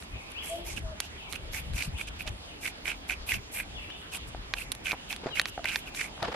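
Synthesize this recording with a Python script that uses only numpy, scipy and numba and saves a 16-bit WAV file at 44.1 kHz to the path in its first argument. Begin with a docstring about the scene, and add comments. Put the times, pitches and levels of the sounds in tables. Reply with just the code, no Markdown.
"""A knife scrapes the skin off a green banana held close, outdoors in a yard, over noise-band hush and breeze rumble.
From the start come short gritty strokes: hissing noise, and random slips that ring the fruit. Soon birds whistle
and a far animal hoots: gliding sines with echoes from the trees, a decaying noise tail. Fibres snap now and then,
and mostly in the later part: bursts of cracks ringing damped modes. There feet also knock, as damped sines,
and towards the end they shuffle, as short swells of grit noise."""
import sys
import numpy as np
from scipy import signal
from scipy.io import wavfile
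from numba import njit

SR = 44100
rng = np.random.default_rng(int(sys.argv[2]) if len(sys.argv) > 2 else 0)


def master_out(mix):
    """Clip the mix to full scale and print it as 16-bit PCM to the path in sys.argv[1]."""
    frames = np.transpose(np.atleast_2d(mix))
    ceiling = np.clip(frames, -1, 1)
    pcm = np.round(ceiling * 32767).astype(np.int16)
    wavfile.write(sys.argv[1], SR, pcm)


N = 280035

# All levels are relative: mixing gains, filters or random flicker may follow.
# Hush of the yard, spectral density: hz, density_db_per_hz
HUSH_SPECTRUM = [(24, -17), (40, -8), (68, -2.5), (114, -8), (267, -5), (492, -8.5), (675, -7),
                 (1400, -12.5), (2390, -11), (2770, -9), (7900, -26), (11100, -21), (12200, -27),
                 (13500, -74)]
# Breeze rumble on the microphone, spectral density: hz, density_db_per_hz
RUMBLE_SPECTRUM = [(20, -24), (35, 5.5), (60, 7.5), (90, -2.5), (140, -4.5), (220, -17), (400, -29)]
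# Gusts on the microphone: peak_s, level_db, width_s (standard deviation)
GUSTS = [(.15, -42, 0.019), (.82, -37, 0.062), (1.54, -45.5, 0.11), (1.74, -33, 0.04), (1.889, -33, 0.011),
         (1.95, -37, 0.015), (2.16, -48, 0.095), (2.305, -37.5, 0.021), (3.2, -49, 0.04),
         (3.352, -31, 0.027), (3.72, -51.5, 0.082), (4.359, -47, 0.074), (4.7, -55, 0.099),
         (6.24, -57, 0.022)]
# Bird whistles: start_s, length_s, first_hz, last_hz, bend (1 glides evenly, more settles early), level_db
BIRD_NOTES = [(.125, 0.025, 2600, 2330, 1.1, -45), (.15, .025, 2350, 2850, 1.1, -44),
              (.178, .04, 2750, 2150, 1.1, -46), (.342, 0.075, 2250, 3550, 1.2, -38.5),
              (1.17, .05, 3380, 2490, 1.2, -48.5), (1.24, .05, 2500, 2207, 1.2, -49),
              (1.945, 0.045, 2350, 3790, 1.1, -43), (2.47, 0.065, 3200, 2460, 1.2, -52),
              (3.748, 0.055, 3600, 2580, 1.5, -41), (3.815, 0.04, 2650, 2200, 1.1, -49),
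              (3.888, 0.042, 2330, 3800, 1.2, -40.5), (4.95, 0.06, 2650, 3000, 1.1, -55),
              (5.28, .05, 4050, 3850, 1.1, -51), (5.3, 0.063, 3464, 2450, 1.1, -43),
              (5.86, 0.0345, 2810, 2290, 1.2, -43), (5.945, 0.03, 2650, 3080, 1.3, -47)]
# Far hoots, one with its lower octave: start_s, length_s, first_hz, last_hz, bend (as above), level_db
HOOT_NOTES = [(.492, 0.084, 643, 673, 3.4, -35), (.51, 0.21, 341, 342.5, 1.1, -50),
              (.572, 0.032, 634, 625, 1.1, -45), (.825, 0.088, 673, 634, 1.8, -45),
              (.91, 0.04, 640, 620, 1.1, -46.5), (2.25, 0.047, 628, 614, 1.2, -52)]
# Dull knocks of feet and hands: start_s, peak_db, pitch_hz, ring_cycles (until 60 dB down)
KNOCKS = [(4.348, -25, 760, 11.5), (4.9311, -19, 1080, 5), (4.938, -23.5, 960, 9), (4.944, -30, 780, 18),
          (5.235, -31, 465, 16), (5.26, -20, 413, 10), (5.268, -22.5, 670, 22), (5.578, -20.5, 765, 21),
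          (5.593, -28, 690, 39), (5.647, -24, 890, 9), (6.178, -30, 1280, 4), (6.2271, -19.5, 906, 16),
          (6.233, -21.5, 686, 62), (6.284, -23.5, 483, 22), (6.297, -32, 345, 15)]
# Soles dragging on grit: peak_s, level_db
SHUFFLES = [(5.239, -37), (5.267, -40.5), (6.191, -39), (6.224, -28.5), (6.287, -42), (6.318, -36.5),
            (6.342, -36)]
# Grit under the soles, spectral density: hz, density_db_per_hz
GRIT_SPECTRUM = [(59, -34), (100, -8), (309, -12), (486, -6.5), (1200, -10.5), (5020, -26), (7050, -38),
                 (9000, -95), (11700, -125), (19800, -120)]
# Snapping fibres, and at 2.2758 s a hard catch of the edge sounding the same way: start_s, level_db,
# left_over_right_db, brightness (0-1)
SNAPS = [(0.024, -30, 5, 0), (0.3176, -32.5, -6, 1), (1.002, -10.5, -6.5, 0.98), (1.325, -24, -14, 0.94),
         (1.3316, -22.5, -9, 0.5), (1.3425, -32, -7, .4), (1.3562, -30, -9, 0.9), (1.534, -31.5, -12, 0.2),
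         (1.735, -31.5, -9, 0.7), (2.0105, -29, -5, .5), (2.2077, -34, -5, .5), (2.2758, -20.5, -9, 0),
         (2.2786, -30, -1, .5), (3.902, -28.5, 0, 0.1), (4.1465, -36, -3, .3), (4.172, -26.5, 1, 0.62),
         (4.5372, -10, -7, 0), (4.718, -17.5, -17.5, 0.99), (4.722, -19, 6, 0.93), (4.75, -26.5, -4, 0.8),
         (4.9178, -13.5, -3, 0), (5.1273, -18, -7, 0.1), (5.1626, -23, -4, 0.82), (5.3558, -29, -8, 0.4),
         (5.3961, -5, -5, 0.25), (5.4147, -18, 3, 0.85), (5.456, -13.5, -6, 0), (5.485, -24.5, -2.0, 0.5),
         (5.643, -17.5, 0, 0.36), (5.6861, -22.5, 13, 0), (5.758, -9, -4.5, 0.15), (5.9475, -24, -2.0, 0),
         (6.2278, -20.5, 13, 0.49)]
# Dull modes of a snap: mode_hz, level_db, t60_s
DULL_MODES = [(745, -38, 0.0039), (1810, -6, 0.012), (1940, 4.5, 0.0089), (2370, 12, 0.0064),
              (3700, 19.5, 0.0014), (4500, -8, 0.001)]
# Bright modes of a snap: mode_hz, level_db, t60_s
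BRIGHT_MODES = [(3900, 11, 0.0016), (6760, 8, 0.00088), (8600, -5, 0.0022), (10670, 6.5, 0.0061)]
# Knife strokes: start_s, slide_ms, hiss_db, bite_peak (share of the slide, 0-1), bite_db, fruit_ring_hz
STROKES = [(0.0, 47, -61, 0.8, -52.5, 2740), (0.3, 24, -61.5, 0.8, -51, 2560),
           (0.444, 124, -49, 0.2, -41, 2300), (0.657, 81.5, -47.5, 0.43, -37.5, 2280),
           (0.763, 28.3, -50, 0.6, -34.5, 2520), (1.02, 49, -57.5, 0.33, -41.5, 2670),
           (1.3, 60, -52.5, 0.71, -39.5, 2370), (1.529, 70, -46, 0.54, -33.5, 2300),
           (1.752, 100, -47, 0.43, -32, 2420), (1.978, 53, -52, 0.3, -37.5, 2410),
           (2.071, 20, -54.5, 0.45, -39.5, 2380), (2.19, 38, -51.5, 0.4, -39, 2400),
           (2.266, 25.4, -49, 0.4, -34.5, 2460), (2.621, 72, -49.5, 0.47, -32, 2340),
           (2.852, 63, -48.5, 0.57, -26.5, 2320), (3.085, 50.6, -48, 0.65, -29.5, 2340),
           (3.275, 76.6, -46, 0.61, -24.5, 2330), (3.528, 79, -47.5, 0.64, -31, 2290),
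           (4.122, 47, -49, 0.4, -36, 2630), (4.273, 26, -58, 0.5, -61, 2260),
           (4.561, 73, -54, 0.42, -34.5, 2580), (4.852, 73, -47, 0.46, -28, 2500),
           (5.094, 49.5, -50, 0.45, -31.5, 2540), (5.354, 49, -50.5, 0.47, -26.5, 2480),
           (5.471, 28, -51.5, 0.3, -43, 2700), (5.672, 121, -50.5, 0.25, -29.5, 2330),
           (5.861, 34, -58.5, 0.46, -38, 2550), (5.958, 97, -47, 0.54, -31.5, 2240)]
# Hardest catches of the edge within the bites: catch_s, level_db
CATCHES = [(0.766, -28.5), (0.7742, -31), (0.7795, -25.5), (1.3346, -38), (1.3437, -41), (1.36, -23.5),
           (1.547, -39), (1.5735, -39), (1.5936, -36), (1.7817, -29), (1.8084, -23), (1.8239, -24.5),
           (1.9965, -30), (2.0135, -21), (2.0855, -31), (2.2, -35), (2.2087, -25), (2.2187, -30.9),
           (2.6565, -25), (2.6635, -21), (2.678, -22), (2.857, -22.5), (2.88, -19.5), (2.8954, -22.5),
           (2.9037, -30), (2.9172, -23.5), (2.931, -30.5), (3.098, -20.5), (3.11, -25.5), (3.1225, -24.5),
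           (3.1285, -28), (3.138, -35), (3.293, -23), (3.3097, -23.5), (3.3208, -16.5), (3.343, -26.5),
           (3.3527, -40), (3.3634, -45), (3.5543, -43), (3.5734, -29.3), (3.588, -27), (3.6016, -23),
           (4.15, -24), (4.5704, -30.5), (4.5866, -30), (4.5985, -30.6), (4.62, -31), (4.8587, -21),
           (4.87, -25), (4.883, -28), (4.8934, -28.3), (4.9115, -20.5), (5.1074, -26.5), (5.1172, -33),
           (5.3736, -33), (5.383, -27), (5.3907, -26.6), (5.6569, -14), (5.676, -27), (5.6947, -19),
           (5.7157, -34), (5.7284, -33), (5.7453, -34), (5.976, -28), (5.9958, -21.5), (6.0123, -16),
           (6.0215, -30), (6.031, -38), (6.0496, -38)]
# Hiss of the blade, spectral density: hz, density_db_per_hz
EDGE_SPECTRUM = [(900, 5.5), (1500, -15.5), (3500, 3), (5500, 4), (7200, 9), (10000, 3), (12500, 7.5),
                 (14000, -18), (16000, -30)]
# Correlation of the two channels in noise: hz, correlation (-1 to 1)
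CORRELATION = [(60, 1), (180, 0.93), (550, 0.04), (1650, -0.41), (4970, -0.68), (15000, -0.93)]

HUSH_DB, CALM_DB = -46, -51.5   # yard hush; breeze between gusts
BIRD_ECHO_T60_S, HOOT_ECHO_T60_S = 1, 0.54
BIRD_ECHO_DB, HOOT_ECHO_DB = 1.2, -6.5
DRAG_RISE_S, DRAG_FALL_S = 0.0015, 0.036   # time constants of a shuffle
TEAR_MS = 2.9   # time constant of the dying cracks of one fibre
BITE_WIDTH = 0.77   # share of the slide
CATCH_RISE_MS, CATCH_FALL_MS = 1.77, 1.86   # time constants of one catch's burst of slips
FRUIT_BANDWIDTH_HZ = 640   # of each of its two resonances in series
NOISE_TOP_HZ, CUTOFF_HZ = 12700, 16300   # upper limits of the coloured noises and of the whole


def amp(db):
    """Amplitude ratio is ten to the power of decibels over twenty."""
    return 10 ** (np.asarray(db) / 20)


def rms_one(x):
    """Dividing by the root mean square gives unit power."""
    return x / np.sqrt(np.mean(x ** 2) + 1e-20)


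def at_hz(points, hz):
    """A curve is interpolated linearly along log frequency."""
    points = np.array(points)
    return np.interp(np.log(hz), np.log(points[:, 0]), points[:, 1])


def drift(rate):
    """Slow fluctuation: normal random knots, two per cycle of the rate in Hz, joined by straight lines."""
    knots = rng.standard_normal(int(N / SR * 2 * rate) + 3)
    return np.interp(np.arange(N) / SR * 2 * rate, np.arange(len(knots)), knots)


def noise():
    """White noise as two independent mid-side pairs."""
    return rng.standard_normal((2, 2, N))


def grains(per_s, spread_db):
    """Shot noise: random clicks of either sign and very uneven size."""
    sizes = amp(spread_db * np.minimum(rng.exponential(1, N), 4)) * rng.choice([-1, 1], N)
    return rms_one(sizes * (rng.random(N) < per_s / SR))


def ring(clicks, hz, t60):
    """Damped oscillator: a unit click starts a decaying sine of initial height near 1."""
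    radius, angle = amp(-60 / (t60 * SR)), 2 * np.pi * hz / SR
    feedback = [1, -2 * radius * np.cos(angle), radius ** 2]
    return signal.lfilter([0, np.sin(angle)], feedback, clicks + 1e-18)


@njit
def moving_resonance(x, hz, r, sr):
    """Time-varying resonator: a pole pair of radius r follows the centre frequency hz."""
    y = np.zeros(len(x))
    for i in range(2, len(x)):
        y[i] = x[i] - x[i - 2] + 2 * r * np.cos(2 * np.pi * hz[i] / sr) * y[i - 1] - r * r * y[i - 2]
    return y


def coloured(spectrum, source, patchy_db, wide=1.):
    """Subband shaping: half-octaves, each with its level, flicker and stereo correlation; top cut, rms 1."""
    out, edges = 0, 20 * 2 ** np.arange(0, 10, .5)
    for k, (low, high) in enumerate(zip(edges, edges[1:])):
        hz = np.sqrt(low * high)
        if spectrum[0][0] / 1.5 < hz < spectrum[-1][0] * 1.2:
            band = signal.butter(2, [low, high], "band", fs=SR, output="sos")
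            mid, side = signal.sosfilt(band, source[k % 2])   # neighbouring bands stay independent
            alike = np.clip(1 - wide * (1 - at_hz(CORRELATION, hz)), -1, 1)
            gain = amp(at_hz(spectrum, hz) + patchy_db * drift(9))
            stereo = np.sqrt(1 + alike) * mid + np.sqrt(1 - alike) * side * [[1], [-1]]
            out = out + gain * stereo
    top_cut = signal.butter(14, NOISE_TOP_HZ, fs=SR, output="sos")
    return rms_one(signal.sosfilt(top_cut, out))


def hush():
    """Diffuse ambience: steady coloured noise, a little stronger on the right."""
    return amp(HUSH_DB) * coloured(HUSH_SPECTRUM, noise(), patchy_db=2.5) * amp([[-.7], [.7]])


def breeze():
    """Wind noise: a low rumble whose amplitude swells as a Gaussian in each gust."""
    t = np.arange(N) / SR
    level = amp(CALM_DB)
    for peak_s, db, width_s in GUSTS:
        level = level + amp(db) * np.exp(-.5 * ((t - peak_s) / width_s) ** 2)
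    rumble = coloured(RUMBLE_SPECTRUM, noise(), patchy_db=3.5, wide=6.8)
    return level * rumble * amp([[1.2], [-1.2]])


def trees(x, t60, wet_db):
    """Scattering: convolution with an exponentially dying noise tail, another one for each side."""
    t = np.arange(SR) / SR
    tail = rng.standard_normal((2, SR)) * amp(-60 * t / t60) * np.minimum(t / 0.0038, 1)
    tail = tail - 0.12 * tail[::-1]   # the wide microphone sets the sides against each other
    tail = amp(wet_db) * tail / np.sqrt(np.sum(tail ** 2, axis=1, keepdims=True))
    return signal.fftconvolve(x[None], tail, axes=1)[:, :N]


def whistle(notes, waver, flutter_db, swell_share):
    """Frequency modulation: sines glide to their last pitch, swelling and fading; pitch and level waver."""
    out, wobble = np.zeros(N), 1 + waver * drift(70)
    for start_s, length_s, first_hz, last_hz, bend, db in notes:
        gone = np.linspace(0, 1, round(length_s * SR))   # share of the note
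        at = round(start_s * SR)
        span = slice(at, at + len(gone))
        hz = last_hz + (first_hz - last_hz) * (1 - gone) ** bend
        phase = 2 * np.pi * np.cumsum(hz * wobble[span]) / SR
        swell = np.sin(np.pi / 2 * np.minimum(np.minimum(gone, 1 - gone) / swell_share, 1))
        out[span] += np.sqrt(2) * amp(db) * swell * np.sin(phase)
    return out * amp(flutter_db * drift(40))


def birds():
    """Direct and scattered sound: whistles stronger on the left, opposite in phase on the right, with echoes."""
    direct = whistle(BIRD_NOTES, waver=0.0249, flutter_db=3.0, swell_share=0.24)
    return direct * [[1.1], [-.45]] + trees(direct, BIRD_ECHO_T60_S, BIRD_ECHO_DB)


def hoots():
    """Direct and scattered sound: low, nearly level tones in the centre, with a weaker, shorter echo."""
    direct = whistle(HOOT_NOTES, waver=0.007, flutter_db=.6, swell_share=0.39)
    return direct + trees(direct, HOOT_ECHO_T60_S, HOOT_ECHO_DB)


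def knocks():
    """Impact: a soft contact pulse excites two damped modes of the hollow ground."""
    out = np.zeros(N)
    for start_s, db, hz, cycles in KNOCKS:
        click = np.zeros(4000)
        click[:14] = -np.hanning(14)
        sound = ring(click, hz, cycles / hz) + 0.89 * ring(click, 1.84 * hz, 0.2 * cycles / hz)
        at = round(start_s * SR)
        out[at:at + 4000] += (amp(db) * sound / np.abs(sound).max())[:N - at]
    return out


def shuffles():
    """Friction: soles drag on grit, noise that rises abruptly and decays exponentially."""
    peak_s, db = np.array(SHUFFLES).T
    since = np.arange(N) / SR - peak_s[:, None]
    drag = amp(db) @ np.exp(-np.abs(since) / np.where(since < 0, DRAG_RISE_S, DRAG_FALL_S))
    grit = noise() * amp(4.6 * drift(55))
    return drag * coloured(GRIT_SPECTRUM, grit, patchy_db=1.0, wide=0.5)


def strike(modes, cracks):
    """Modal superposition: the same cracks excite every damped mode."""
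    return sum(amp(db) * ring(cracks, hz, t60) for hz, db, t60 in modes)


def snaps():
    """Fracture: a fibre tears in a few fast dying cracks, each exciting dull and bright modes."""
    length = 2000
    out = np.zeros((2, N + length))
    fading = np.exp(-np.arange(length) / (SR * TEAR_MS / 1000))
    for start_s, db, pan_db, bright in SNAPS:
        chance, size, side_sign = rng.random((3, length))
        cracks = (chance < .09) * (2 * size - 1) * fading * 0.76
        cracks[0], cracks[5] = -.6, 1.1   # a pull, then the release
        share = np.clip(bright, 0, 1)
        sound = (1 - share) * strike(DULL_MODES, cracks) + share * strike(BRIGHT_MODES, cracks)
        # the treble differs on the two sides
        wide = share * ring(cracks * np.sign(side_sign - .5), 9260, 0.0016) * 5.9
        gain = amp(db) / np.abs(sound).max() * amp([[pan_db / 2], [-pan_db / 2]])
        at = round(start_s * SR) + 25   # the first crack sounds 25 samples after start_s
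        out[:, at:at + length] += gain * (sound + wide * [[1], [-1]])
    # a small source radiates no bass
    return signal.sosfilt(signal.butter(2, [450, 11000], "band", fs=SR, output="sos"), out[:, :N])


def stroke_envelopes():
    """Sliding contact: the hiss starts abruptly and trails off, the bite peaks within the slide."""
    hiss, bite, ring_hz = np.zeros(N), np.zeros(N), np.full(N, float(STROKES[0][-1]))
    for start_s, slide_ms, hiss_db, bite_at, bite_db, hz in STROKES:
        near = slice(max(round((start_s - .1) * SR), 0), min(round((start_s + .3) * SR), N))
        since_ms = (np.arange(near.start, near.stop) / SR - start_s) * 1000
        middle = np.abs(2 * since_ms / slide_ms - 1)   # 0 mid-stroke, 1 at its ends
        steepness = np.where(since_ms < slide_ms / 2, 5.0, 3.3)
        hiss[near] += amp(hiss_db - 3.85 * middle ** steepness)
        off = 2 * (since_ms / slide_ms - bite_at) / BITE_WIDTH
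        off = np.where(off < 0, -1.25 * off, 0.89 * off)   # it digs in faster than it lets go
        bite[near] += amp(bite_db - 4.0 - 4.45 * off ** 2.22)
        ring_hz[max(round((start_s - .03) * SR), 0):] = hz
    return hiss, bite, ring_hz * (1 + .06 * drift(45))   # the grip shifts within a stroke


def strokes():
    """Stick-slip friction: the edge hisses; where it bites, dense slips ring the fruit in the cupped hand."""
    hiss, bite, ring_hz = stroke_envelopes()
    damping = np.exp(-np.pi * FRUIT_BANDWIDTH_HZ / SR)

    def fruit(x):
        """Cascaded resonance: two equal resonators follow the pitch of the fruit."""
        once = moving_resonance(x, ring_hz, damping, SR)
        return moving_resonance(once, ring_hz, damping, SR)

    catches = np.zeros(N)
    for catch_s, db in CATCHES:
        catches[round(catch_s * SR)] = amp(db)
    lag_ms = np.arange(-800, 801) / SR * 1000
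    burst = np.exp(-np.abs(lag_ms) / np.where(lag_ms < 0, CATCH_RISE_MS, CATCH_FALL_MS))
    tearing = np.abs(signal.fftconvolve(catches, burst, "same"))   # each catch lets go a burst of slips
    ragged = amp(3.0 * drift(70) - 2.5)   # the skin gives way unevenly
    bite = bite * ragged + amp(-8.0) * tearing
    hiss = hiss + amp(-30.5) * tearing
    # the double ring swells to about 1 / (1 - damping)
    caught = fruit(catches + 1e-18) * (1 - damping) * amp(-8.0)

    shared = grains(1500, spread_db=1.5) * amp(0.77 * drift(90))
    sides = []
    for level_db in (-3.6, 2.4):   # the hands are to the right
        slips = shared + 0.87 * grains(2500, spread_db=2.5)
        lower = ring(ring(slips, 1530, 0.0032), 1564, 0.011)
        upper = ring(slips, 3240, 0.00062)
        body = rms_one(fruit(slips)) + amp(-12.5) * rms_one(lower) + amp(-15.5) * rms_one(upper)
        sides.append(amp(level_db) * (bite * rms_one(body) + caught))
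    uneven = amp(2.4 * drift(160))
    rough = coloured(EDGE_SPECTRUM, noise() * uneven, patchy_db=4.0, wide=0.68)
    return np.array(sides) + hiss * amp(6.5) * rough


def scene():
    """Superposition: the sound pressures of all sources add."""
    return hush() + breeze() + birds() + hoots() + knocks() + shuffles() + snaps() + strokes()


def record(dry):
    """Band limitation: a steep low-pass filter removes the top."""
    return signal.sosfilt(signal.cheby2(12, 70, CUTOFF_HZ, fs=SR, output="sos"), dry)


dry = scene()
out = record(dry)
master_out(out)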